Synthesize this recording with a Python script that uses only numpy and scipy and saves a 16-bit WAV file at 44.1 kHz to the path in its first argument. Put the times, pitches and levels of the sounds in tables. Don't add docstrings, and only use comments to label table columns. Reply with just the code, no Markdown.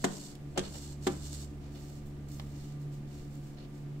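import sys
import numpy as np
from scipy import signal
from scipy.fft import rfft, irfft, next_fast_len
from scipy.io import wavfile
from scipy.ndimage import map_coordinates

SR = 44100
rng = np.random.default_rng(int(sys.argv[2]) if len(sys.argv) > 2 else 0)


def digitize_waveform(pressure):
    field = np.atleast_2d(pressure).T
    bounded = np.clip(field, -1, 1)
    quanta = np.round(bounded * 32767).astype(np.int16)
    wavfile.write(sys.argv[1], SR, quanta)


N = 4 * SR


def amp(db):
    return 10 ** (np.asarray(db) / 20)


def unit(x):
    return x / np.sqrt(np.mean(x ** 2) + 1e-20)


def along(points, hz):
    freqs, values = np.transpose(points)
    return np.interp(np.log(hz + 1), np.log(freqs + 1), values)


def wobble(per_s):
    return map_coordinates(rng.standard_normal(int(N * per_s / SR) + 4), [np.arange(N) * per_s / SR])


def fade(t, t60):
    return np.exp(-np.log(1000) * t / t60)


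def add(out, start, sound):
    part = out[:, max(round(start * SR), 0):][:, :sound.shape[-1]]
    part += sound[..., :part.shape[1]]


def equalise(x, response):
    size = x.shape[-1]
    padded = next_fast_len(size + 4096)
    return irfft(rfft(x, padded) * response(np.fft.rfftfreq(padded, 1 / SR)), padded)[..., :size]


# frequency in Hz, left-right correlation.
STEREO_LIKENESS = [(30, 0.89), (120, 0.76), (330, 0.8), (700, 0.27), (1300, 0)]
def width(hz):
    return np.arccos(along(STEREO_LIKENESS, hz)) / 2


def coloured(white_pair, spectrum, tilt_db=0):
    def response(hz):
        gain = amp(along(spectrum, hz) + tilt_db * np.log2(np.maximum(hz, 1000) / 1000))
        return gain * [np.cos(width(hz)), np.sin(width(hz))]
    mid, side = equalise(white_pair, response)
    return unit(np.array([mid + side, mid - side]))


# time in seconds, fundamental in dB, octave in dB.
HUM_SWELLS = [(0, -56, -46), (.32, -70, -54.5), (.48, -55, -44.5), (.62, -51.5, -51.5), (1.02, -48, -43.5),
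              (1.35, -44.5, -46.5), (1.551, -47.5, -49), (1.85, -52.5, -47.5), (2.38, -49.5, -44),
              (2.6, -50, -44.5), (2.87, -64, -39), (3.19, -53, -47.5), (3.37, -57, -42.5),
              (3.63, -73, -51.5), (3.88, -73, -41.5)]
# frequency in Hz, level in dB.
UPPER_TONES = [(214.8, -55.5), (286, -57), (294.5, -59), (360.5, -61), (728, -72.5), (1191, -76.5)]
# time in seconds, gain in dB.
UPPER_LIFT = [(1.25, -2), (1.45, -0.5)]
# frequency in Hz, EQ in dB.
AIR_EQ = [(40, 3), (90, -6), (130, 0.5), (190, -5.5), (290, -3.5), (450, -11.5), (800, -18), (1100, -23.5),
          (2000, -25.5), (4000, -32), (8000, -37), (11000, -41.5)]
HUM_HZ, HUM_DRIFT, WAVER_DB, AIR_DB = 71.7, 0.003, 1.5, -49.5
def motor_hum():
    def drifting_phase(hz):
        return 2 * np.pi * hz * np.cumsum(1 + HUM_DRIFT * wobble(per_s=3.985)) / SR
    t = np.arange(N) / SR
    times, fundamental_db, octave_db = np.transpose(HUM_SWELLS)
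    phase = drifting_phase(HUM_HZ)
    tones = amp(np.interp(t, times, fundamental_db)) * np.sin(phase)
    tones += amp(np.interp(t, times, octave_db)) * np.sin(2 * phase)
    lift_db = np.interp(t, *np.transpose(UPPER_LIFT))
    for hz, db in UPPER_TONES:
        gain = amp(db + lift_db + WAVER_DB * wobble(per_s=9.4))
        tones += gain * np.sin(drifting_phase(hz) + 2 * np.pi * rng.random())
    air = amp(AIR_DB) * coloured(rng.standard_normal((2, N)), AIR_EQ)
    return np.sqrt(2) * tones + air


# frequency in Hz, T60 in seconds.
ROOM_DECAY = [(200, 0.4), (12000, 0.33)]
def room(x):
    hz, t, bands = signal.stft(rng.standard_normal((2, SR * 2 // 3)), SR, nperseg=256)
    tail = signal.istft(bands * fade(t, along(ROOM_DECAY, hz)[:, None]), SR, nperseg=256)[1]
    tail = coloured(tail, [(100, -1.5), (15000, -21.5)]) / np.sqrt(tail.shape[1])
    return signal.fftconvolve(x, tail, axes=1)[:, :N]


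def hollow(x, echo_db=-4, t60=0.027):
    t = np.arange(SR // 20) / SR
    walls = rng.standard_normal((2, len(t))) * fade(t, t60)
    walls /= np.linalg.norm(walls, axis=1, keepdims=True)
    echo = signal.fftconvolve(x, walls, axes=1)[:, :N]
    return (x + amp(echo_db) * echo) / np.hypot(1, amp(echo_db))


FIBRES_PER_S, FIBRE_SHARE = 700, 0.25
def friction(spectrum, size, tilt_db=0):
    haze, catches = rng.standard_normal((2, 2, size))
    catches = unit(catches * (rng.random(size) < FIBRES_PER_S / SR))
    return coloured(np.sqrt(1 - FIBRE_SHARE) * haze + np.sqrt(FIBRE_SHARE) * catches, spectrum, tilt_db)


def rub(length, spectrum, tilt_db, rise_s, fall_s, arch_db=0):
    t = np.arange(SR // 2) / SR
    gate = np.minimum(t / rise_s, 1) * np.exp(-(np.maximum(t - length, 0) / fall_s) ** 2)
    arch = np.sin(np.pi * np.clip(t / length, 0, 1)) - 1
    return friction(spectrum, len(t), tilt_db) * gate * amp(arch_db * arch)


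# time in seconds, level in dB.
WIPE_LEVEL = [(0, -55.5), (.17, -49.5), (.28, -50.5), (.33, -56.5), (.39, -77.5), (.55, -70), (.61, -56.5),
              (.77, -50), (.925, -53.5), (.97, -69.5), (1.008, -69), (1.036, -51), (1.18, -55),
              (1.25, -50.5), (1.34, -47.5), (1.43, -50), (1.47, -63), (1.57, -79)]
# start in seconds, length in seconds, level in dB, treble tilt in dB per octave.
BRUSH_CUES = [(1.598, 0.11, -60, -6), (1.712, 0.29, -59, 1), (2.05, 0.041, -62, 7), (2.277, 0.13, -55, 2.5),
              (2.41, 0.13, -63.5, 1.5), (2.508, 0.24, -59.5, -1.5), (2.789, 0.067, -65, 2),
              (2.911, 0.061, -61.5, 1.5), (3.066, 0.21, -61, -1), (3.295, 0.11, -63.5, 2),
              (3.409, 0.12, -64, 1), (3.722, 0.095, -67, 1)]
SCUFF_CUES = [(0.556, 0.0094, -40, 1), (0.633, 0.032, -48.5, 10.5), (0.741, 0.01, -48.5, 5.5),
              (1.74, 0.041, -57, 8), (3.569, 0.078, -58, 8.5)]
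# frequency in Hz, EQ in dB.
WIPE_EQ = [(500, -5), (2400, -11.5), (3300, -4.5), (5200, -2), (6600, 0), (7900, 3.5), (9100, -10),
           (15000, -16)]
BRUSH_EQ = [(300, -4), (2500, -1.5), (7800, 4.5), (9300, -6), (15000, -7)]
SCUFF_EQ = [(150, 0), (300, 15.5), (700, 9), (1500, -4), (4200, -15), (15000, -62)]
DRAG_DB, RASP_DB = 0.9, 1.6
def cloth():
    effort = amp(np.interp(np.arange(N) / SR, *np.transpose(WIPE_LEVEL)))
    out = effort * friction(WIPE_EQ, N)
    for start, length, db, tilt_db in BRUSH_CUES:
        brush = rub(length, BRUSH_EQ, tilt_db, rise_s=0.009, fall_s=0.029, arch_db=7.5)
        add(out, start, amp(db) * brush)
    for start, length, db, tilt_db in SCUFF_CUES:
        scuff = rub(length, SCUFF_EQ, tilt_db, rise_s=0.005, fall_s=0.02)
        add(out, start, amp(db) * scuff)
    return out * amp(DRAG_DB * wobble(per_s=34.94) + RASP_DB * wobble(per_s=260))


def burst(spectrum, t60, tilt_db=0):
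    t = np.arange(SR // 6) / SR
    decay = fade(t, t60)
    sound = coloured(rng.standard_normal((2, len(t))), spectrum, tilt_db) * decay
    return sound * np.linalg.norm(decay) / np.linalg.norm(sound, axis=1, keepdims=True)


# start in seconds, level in dB, treble tilt in dB per octave.
TICK_CUES = [(.353, -49, 9.5), (2.3971, -39, -0.5)]
# frequency in Hz, EQ in dB.
TICK_EQ = [(400, 0), (2400, 0), (4200, -3), (14000, -30)]
def ticks():
    out = np.zeros((2, N))
    for start, db, tilt_db in TICK_CUES:
        add(out, start, amp(db) * burst(TICK_EQ, t60=0.03, tilt_db=tilt_db))
    return out


# frequency in Hz, level in dB, T60 in seconds.
BODY_MODES = [(191.4, -11, 0.44), (277.4, -2, 0.073), (365.3, -1.5, 0.13), (535, -13.5, 0.14),
              (695, -5.5, 0.069), (790, -21.5, 0.13), (1192, -18.5, 0.17), (1580, -18, 0.16),
              (1744, -19, 0.14), (2070, -6.5, 0.027), (3280, -18.5, 0.072)]
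FLEX_BELOW_HZ, FAVOUR_DB, RING_SPREAD_DB, RING_RISE_S = 310, 13, 2, 0.0037
def ring(flex_db, favoured_hz):
    t = np.arange(SR // 2) / SR
    out = np.zeros((2, len(t)))
    nearest_hz = min(BODY_MODES, key=lambda mode: abs(mode[0] - favoured_hz))[0]
    for hz, db, t60 in BODY_MODES:
        phase_skew = width(hz) * rng.choice([-1, 1]) * np.array([[1], [-1]])
        db += flex_db * (hz < FLEX_BELOW_HZ) + FAVOUR_DB * (hz == nearest_hz)
        db -= RING_SPREAD_DB * rng.standard_normal()
        out += amp(db) * np.sin(2 * np.pi * (hz * t + rng.random()) + phase_skew) * fade(t, t60)
    return out * (1 - np.exp(-t / RING_RISE_S))


# frequency in Hz, EQ in dB.
THUD_EQ = [(80, -39), (150, -6.5), (230, 3), (500, 3.5), (800, -2), (1900, -8.5), (3000, -23), (15000, -30)]
CRACK_EQ = [(200, 31.5), (1000, 13), (2000, 5.5), (3400, 9), (5200, -3.5), (7700, -3), (9000, -16),
            (15500, -42)]
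THUD_TRIM_DB, SNAP_DB = -0.5, 4
def contact(thud_db, crack_db, tilt_db):
    thud = burst(THUD_EQ, t60=0.046)
    crack = burst(CRACK_EQ, t60=0.039, tilt_db=tilt_db)
    snap = amp(SNAP_DB) * burst(CRACK_EQ, t60=0.017, tilt_db=5.5)
    return amp(thud_db + THUD_TRIM_DB) * thud + amp(crack_db) * (crack + snap)


# start in seconds, thud, crack and ring in dB, gain of the low flexing
# modes in dB, crack tilt in dB per octave, rebound delay in seconds, rebound in dB, favoured mode in Hz.
KNOCK_CUES = [(0.0409, -24.5, -30.5, -25, 6.5, 11.5, 0.0063, -20, 2070),
              (0.575, -29, -29, -23, -1, 7.5, .018, -3.5, 3280),
              (1.0675, -24.5, -32, -22, -2.5, 8.5, 0.013, -21, 790)]
# delay in seconds, thud offset in dB, crack offset in dB.
SEATING_CHATTER = [(0, 0.5, -9), (.0025, -4.5, 0.5), (.0070, -16, -0.5)]
ROOM_DB, PANEL_CUT_HZ = -10.5, 170
def loose_part():
    hits, ringing = np.zeros((2, 2, N))
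    for knock in KNOCK_CUES:
        start, thud_db, crack_db, ring_db, flex_db, tilt_db, rebound_s, rebound_db, favoured_hz = knock
        add(ringing, start, amp(ring_db) * ring(flex_db, favoured_hz))
        last_thud_offset = SEATING_CHATTER[-1][1]
        rebound = (rebound_s, rebound_db + last_thud_offset, rebound_db)
        for delay, thud_offset, crack_offset in [*SEATING_CHATTER, rebound]:
            add(hits, start + delay, contact(thud_db + thud_offset, crack_db + crack_offset, tilt_db))
    hits += ticks()
    low_cut = signal.butter(4, PANEL_CUT_HZ, "highpass", fs=SR, output="sos")
    return signal.sosfilt(low_cut, ringing + hits + amp(ROOM_DB) * room(hits))


def scene():
    return loose_part() + motor_hum() + hollow(cloth())


# frequency in Hz, left over right in dB.
MIC_BALANCE = [(140, -1.4), (300, 1.8), (3000, -2.4)]
TOP_HZ = 15650
def record(dry):
    sides = np.array([[0.5], [-0.5]])
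    return equalise(dry, lambda hz: amp(along(MIC_BALANCE, hz) * sides) * (hz < TOP_HZ))


dry = scene()
out = record(dry)
digitize_waveform(out)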